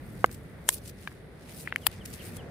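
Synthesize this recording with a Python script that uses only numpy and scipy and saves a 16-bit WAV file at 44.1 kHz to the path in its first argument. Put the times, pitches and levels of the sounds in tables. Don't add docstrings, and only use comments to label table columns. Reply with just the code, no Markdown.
import sys
import numpy as np
from scipy import signal
from scipy.fft import rfft, irfft
from scipy.io import wavfile
from scipy.ndimage import uniform_filter1d

SR = 44100
rng = np.random.default_rng(int(sys.argv[2]) if len(sys.argv) > 2 else 0)


def wav_out(sig):
    wavfile.write(sys.argv[1], SR, np.round(np.clip(np.atleast_2d(sig).T, -1, 1) * 32767).astype(np.int16))


def convert_level_to_amplitude(level_db):
    exponent = np.asarray(level_db, float) / 20
    return 10 ** exponent


N = 110250

# pitch_hz, level_db (per Hz)
TRAFFIC_SPECTRUM = [(30, -17.5), (52, -3), (160, -3.5), (300, -11.5), (480, -12), (1000, -25.5),
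                    (2000, -25), (3200, -43.5)]
# pitch_hz, level_db (per Hz)
FOLIAGE_SPECTRUM = [(2000, -6), (3500, 8), (5000, -1), (7000, -24), (9000, 3), (11000, -1), (13000, -10),
                    (15000, -17.5)]
# peak_s, rise_s, fall_s, level_db, tilt_db (per octave)
BRUSHES = [(0.102, 0.083, 0.3, -62, 3.5), (.21, 0.028, 0.041, -58, -1.5), (.34, 0.022, 0.015, -50, 1.5),
           (0.736, 0.021, 0.015, -38, 4), (.78, 0.029, 0.0081, -48, -0.5), (.88, 0.025, 0.013, -47.5, -0.5),
           (1.03, 0.042, 0.07, -57, -3.5), (1.51, .05, 0.058, -54.5, -5.5), (1.6, 0.042, 0.032, -45, 2),
           (1.69, 0.035, 0.047, -65, -14.5), (1.84, 0.041, 0.014, -55.5, -1),
           (1.89, 0.018, 0.033, -57.5, -4.5), (1.939, 0.015, 0.027, -53.5, -6),
           (2.14, 0.043, .04, -48, -0.5), (2.2, 0.018, 0.088, -60, -11), (2.26, 0.022, 0.027, -46, 2.5),
           (2.362, 0.023, 0.013, -50, -0.5)]
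# start_s, level_db, length_s, left_right_db
TICKS = [(0.247, -51, 0.0017, 1), (0.261, -39, 0.0013, 3.5), (.315, -50, 0.0031, -2),
         (0.33, -66, 0.0018, -1.5), (0.703, -37.5, 0.0041, -7), (0.728, -49, 0.0025, -3),
         (0.742, -53, 0.0034, -11), (0.896, -49, 0.0036, 0.5), (1.034, -50.5, 0.001, -6),
         (1.078, -57, 0.0049, -1), (1.124, -64, .004, 2), (1.524, -57, 0.00094, -2),
         (1.61, -54, 0.0017, -10), (1.762, -44, 0.0011, 4), (1.783, -57, 0.0021, 4),
         (1.916, -48, 0.0026, 7), (2.058, -37, 0.0036, 3.5), (2.138, -52, 0.0024, 10),
         (2.268, -53, 0.003, 9), (2.371, -50, 0.0038, 6)]
# pitch_hz, level_db (per Hz)
LEAF_SPECTRUM = [(1470, -21), (2500, -5.5), (3300, -7.5), (4800, -5.5), (7170, -7), (8950, -1.5),
                 (15500, -8.5)]
# start_s, level_db, pitch_factor, left_right_db, push_length_factor
THICK_POP = [(.2429, 0.69, 1.007, -1.64, 1.045)]
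# pitch_hz, level_db, t60_s, left_right_db
THICK_STEM = [(276, -20, 0.049, -6), (505, -1.5, 0.021, 1.5), (762, 4.5, 0.0078, 1.5),
              (1113, -5, 0.013, -2), (1228, 4.5, 0.01, -2), (1540, -7.5, 0.019, 0), (2066, -2.5, 0.012, 2),
              (2940, 6, 0.0095, 3.5)]
# start_s, level_db, pitch_factor, left_right_db, push_length_factor
THIN_POPS = [
    (0.2935, -35.5, 0.81, 1, .6),
    (1.0744, -20, 0.98, 4, 0.46),
    (1.117, -38.5, 0.61, 4, 0.7),
    (1.6745, -17.5, 0.96, 3, 0.91),
    (1.7244, -14.5, 0.93, 3.5, 0.61),
    (1.7595, -11, 1, 6, 1.14),
]
# pitch_hz, level_db, t60_s, left_right_db
STEM = [(1250, -16.5, .0094, 0), (2060, 7.8, .0053, -1), (2900, -6, .017, 0)]
# pitch_hz, level_db, t60_s, left_right_db
THIN_STEMS = [
    STEM,
    [(1220, 0.5, 0.011, -6), (1664, 1, 0.016, 1.5), (2350, -4.5, .011, 6), (2990, -12.5, 0.013, -2), (3740, -11, 0.009, -11)],
    STEM,
    [(1450, -5, .006, 9), (2070, 4, 0.0092, 1), (1810, -10, 0.017, -4), (2410, -11, .007, 4)],
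    [(1010, -14, 0.0046, 3), (1720, 1, 0.0066, -0.5), (2120, -0.5, .008, 2.5), (2940, -6, 0.0088, 0)],
    [(1340, -15, 0.0051, 0), (1930, 4, 0.004, -4), (2250, -2.5, 0.0077, 1.5), (3060, -1, 0.011, 5)],
]
# start_s, level_db, fibre_burst_s, left_right_db
CRACKS = [
    (0.6896, -10.5, 0.0021, 3),
    (1.8672, -11.5, 0.0028, 8.5),
]
# pitch_hz, level_db, t60_s, left_right_db
FIRST_STALK = [(1045, -2, 0.048, -7.5), (2370, -2, 0.0207, -3), (4840, 5, 0.02, -1.5),
               (5500, -10.5, .013, 3), (6550, -5, .018, 7), (8210, 5.5, 0.036, -5), (9100, -8, .03, 1.5),
               (9800, -4.5, .03, 4), (11720, 4, 0.018, 4), (12500, -10, .012, -4), (14500, -18, .008, 0)]
SECOND_STALK = [(1084, -28, 0.0154, -3), (1525, -2, 0.031, 3), (2380, -15, .02, -3), (3100, -6, .015, -9),
                (3780, -8, 0.009, 7.5), (4550, -4, 0.011, 8), (7500, 3, .014, -2), (8970, 1, 0.032, -4),
                (10080, -1, 0.027, 0), (10900, -6, 0.033, 0), (11740, 2.5, 0.035, 0),
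                (13300, -3.5, .012, -8), (15300, 1, 0.019, -4)]
# pitch_hz, level_db (per Hz)
FIRST_SNAP = [(120, -35), (300, -15), (2290, 0.5), (4800, -8), (7410, -2), (8120, -1.5), (11300, -6),
              (16000, -44)]
SECOND_SNAP = [(59, -36), (500, -5), (1300, 0), (4670, -0.5), (5900, -16.5), (10900, -7.5), (15000, -12),
               (16000, -9.5)]
# after_crack_s, level_db, left_right_db
PARTINGS = [
    [(.0002, 10.5, -1), (.0006, 17, 0.5), (.0015, 4.5, 5.5), (.0028, 6, -10), (.004, 0, -7.5)],
    [(.0005, 14, 3.5), (.0009, 10, 0.5), (.0017, 10, 6), (.0034, 4, 0)],
]
# pitch_hz, level_db (per Hz)
SKIN_SPECTRUM = [(2500, -21), (4000, -0.5), (7000, -5), (11000, 0.5), (15000, -15)]
# start_s, level_db, length_s
CHIRPS = [(1.811, -57, .044), (1.996, -56, .035), (2.183, -54, .035), (2.373, -55, .042)]


def walk(rate_hz):
    hold = max(int(SR / rate_hz), 1)
    steps = np.repeat(rng.standard_normal(N // hold + 1), hold)
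    return 1.16 * uniform_filter1d(uniform_filter1d(steps, hold), hold)[:N]


def colour(x, spectrum):
    n, points = x.shape[-1], np.array(spectrum)
    octave = np.log2(np.fft.rfftfreq(n, 1 / SR) + 1)
    edge = np.log2(points[:, 0])
    beyond = abs(octave - np.clip(octave, edge[0], edge[-1]))
    y = irfft(rfft(x) * convert_level_to_amplitude(np.interp(octave, edge, points[:, 1]) - 4.6 * beyond), n)
    return y / np.std(y)


def pan(db):
    return convert_level_to_amplitude(np.array([[db], [-db]]) / 2)


def ring(modes, pitch=1, left_late_s=.0001):
    m = np.array(modes)
    t = np.arange(2048) / SR - np.array([[left_late_s], [0]])
    t = np.maximum(t, 0)[:, None]
    gain = convert_level_to_amplitude(m[:, 1] + m[:, 3] * np.array([[.5], [-.5]]))[..., None]
    tone = np.sin(2 * np.pi * pitch * m[:, :1] * t)
    return (gain * tone * 1000. ** (-t / m[:, 2:3])).sum(1)


def add(out, start_s, x):
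    i = int(start_s * SR)
    out[:, i:i + x.shape[1]] += x[:, :N - i]


def traffic():
    f = np.fft.rfftfreq(N, 1 / SR) + 1
    mid, side = rfft(colour(rng.standard_normal((2, N)), TRAFFIC_SPECTRUM))
    width = np.clip(f / 2780, .03, 1) ** .5
    both = mid + side * width * np.array([[1], [-1]])
    octave = np.log2(f / 30)
    swell_db = 2.44 * walk(1.5) + 0.04 * np.arange(N) / SR
    out = np.zeros((2, N))
    for k in range(11):
        band = irfft(both * np.clip(1 - abs(octave - k), 0, 1), N)
        out += band * convert_level_to_amplitude(swell_db + 2.1 * walk(6.11))
    return out * convert_level_to_amplitude(-44) / np.std(out.mean(0))


def far_leaves():
    return convert_level_to_amplitude(-68 + 0.45 * walk(3.2)) * colour(rng.standard_normal((2, N)), FOLIAGE_SPECTRUM)


def near_leaves():
    t = np.arange(N) / SR
    alike = 0.13
    swells = []
    for peak_s, rise_s, fall_s, db, _ in BRUSHES:
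        slope_s = np.where(t < peak_s, rise_s, fall_s)
        swells.append(convert_level_to_amplitude(2 * db) * np.exp(-(abs(t - peak_s) / slope_s) ** 1.31))
    swells, tilt_db = np.array(swells), np.array(BRUSHES)[:, 4]
    ticks = np.zeros((2, N))
    for start_s, db, length_s, lr in TICKS:
        ticks += convert_level_to_amplitude(db) * pan(lr) * np.exp(-((t - start_s) / length_s) ** 2)
    grains = np.sqrt(alike) * rng.standard_normal(N) + np.sqrt(1 - alike) * rng.standard_normal((2, N))
    grains = grains * convert_level_to_amplitude(3 * walk(660))
    spectrum = rfft(colour(grains, LEAF_SPECTRUM))
    flicker = convert_level_to_amplitude(0.95 * walk(59.52))
    place = 4 * np.log2((np.fft.rfftfreq(N, 1 / SR) + 1) / 8000)
    out = np.zeros((2, N))
    for k in range(-10, 5):
        brush = np.sqrt(convert_level_to_amplitude(2 * tilt_db * k / 4) @ swells) * flicker * pan(1)
        patch = convert_level_to_amplitude(1.8 * walk(70))
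        level = (brush + ticks * convert_level_to_amplitude(-.5 * k / 4)) * patch
        out += level * irfft(spectrum * np.clip(1 - abs(place - k), 0, 1), N)
    return out


def pop(out, event, modes, push_s, swings, left_late_s):
    start_s, db, pitch, lr, push_factor = event
    u = (np.arange(128) - start_s * SR % 1) / SR / push_s / push_factor
    u = np.clip(u, 0, 1)
    bell = np.sin(np.pi * u) ** 2
    give = bell * np.cos(np.pi * swings * u)
    push = give - bell * give.sum() / bell.sum()
    x = signal.fftconvolve(ring(modes, pitch, left_late_s), push[None])
    x = x / abs(x).max()
    add(out, start_s, x * convert_level_to_amplitude(db) * pan(lr))
    add(out, start_s + 0.00114 / pitch, x[::-1] * convert_level_to_amplitude(db - 18) * pan(lr))


def pops():
    out = np.zeros((2, N))
    for event in THICK_POP:
        pop(out, event, THICK_STEM, push_s=0.00073, swings=1.22, left_late_s=.0001)
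    for event, modes in zip(THIN_POPS, THIN_STEMS):
        pop(out, event, modes, push_s=0.0012, swings=5 * event[4], left_late_s=.00007)
    return out


def cracks():
    out, t = np.zeros((2, N)), np.arange(-1500, 2500) / SR
    stalks = zip(CRACKS, (FIRST_STALK, SECOND_STALK), (FIRST_SNAP, SECOND_SNAP), PARTINGS)
    for (start_s, db, burst_s, lr), modes, snap, partings in stalks:
        creak = convert_level_to_amplitude(-21) * np.exp(t / 0.0051)
        burst = np.exp(-(abs(t) / burst_s) ** 2)
        hiss = convert_level_to_amplitude(-15) * np.exp(-t / 0.0037)
        shape = np.where(t < 0, creak, burst + hiss)
        fibres = rng.standard_normal((3, len(t))) * convert_level_to_amplitude(3.1 * rng.standard_normal(len(t)))
        fibres = fibres[0] + convert_level_to_amplitude(3.5) * fibres[1:]
        force = signal.lfilter([1, -.75], 1, shape * fibres)
        for k, (after_s, click_db, side_db) in enumerate(partings):
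            force = force + (-1) ** k * convert_level_to_amplitude(click_db) * pan(side_db) * np.sinc((t - after_s) * SR)
        damped = np.array(modes) * [1, 1, .42, 1]
        x = signal.fftconvolve(force, ring(damped), axes=1)[:, :len(t)]
        x = x / np.std(x) + convert_level_to_amplitude(4) * colour(force, snap)
        peak = np.sqrt(np.max(uniform_filter1d(x ** 2, size=88)))
        add(out, start_s + t[0], x / peak * convert_level_to_amplitude(db) * pan(lr))
    return out


def skin_split():
    out = np.zeros((2, N))
    x = colour(np.sinc(np.arange(-128, 128)), SKIN_SPECTRUM)
    add(out, 1.7605 - 128 / SR, x / abs(x).max() * convert_level_to_amplitude(-21.5) * pan(11))
    return out


def bird():
    out, t = np.zeros((2, N)), np.arange(4096) / SR
    from_hz, to_hz, echo_s, echo_db = 3620, 2680, .015, -8
    for start_s, db, length_s in CHIRPS:
        u = np.clip(t / length_s, 0, 1)
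        hz = from_hz + (to_hz - from_hz) * u
        whistle = np.sin(np.pi * u ** 1.38) * np.sin(2 * np.pi * np.cumsum(hz) / SR)
        x = 1.83 * convert_level_to_amplitude(db) * whistle * pan(2)
        echoes = rng.standard_normal((2, len(t))) * np.exp(-t / echo_s)
        echoes = echoes / np.sqrt(np.sum(echoes[0] ** 2))
        add(out, start_s, x + convert_level_to_amplitude(echo_db) * signal.fftconvolve(x, echoes, axes=1)[:, :len(t)])
    return out * convert_level_to_amplitude(2.0 * walk(150))


def scene():
    return traffic() + far_leaves() + near_leaves() + pops() + cracks() + skin_split() + bird()


def band_limit(x):
    return signal.sosfilt(signal.butter(12, 16810, fs=SR, output="sos"), x)


def record(dry):
    x = signal.sosfilt(signal.butter(2, 15.3, "high", fs=SR, output="sos"), dry)
    x = np.clip(x, -1, 1)
    x = signal.sosfilt(signal.cheby1(10, 1, 15500, fs=SR, output="sos"), x)
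    return band_limit(x)


dry = scene()
out = record(dry)
wav_out(out)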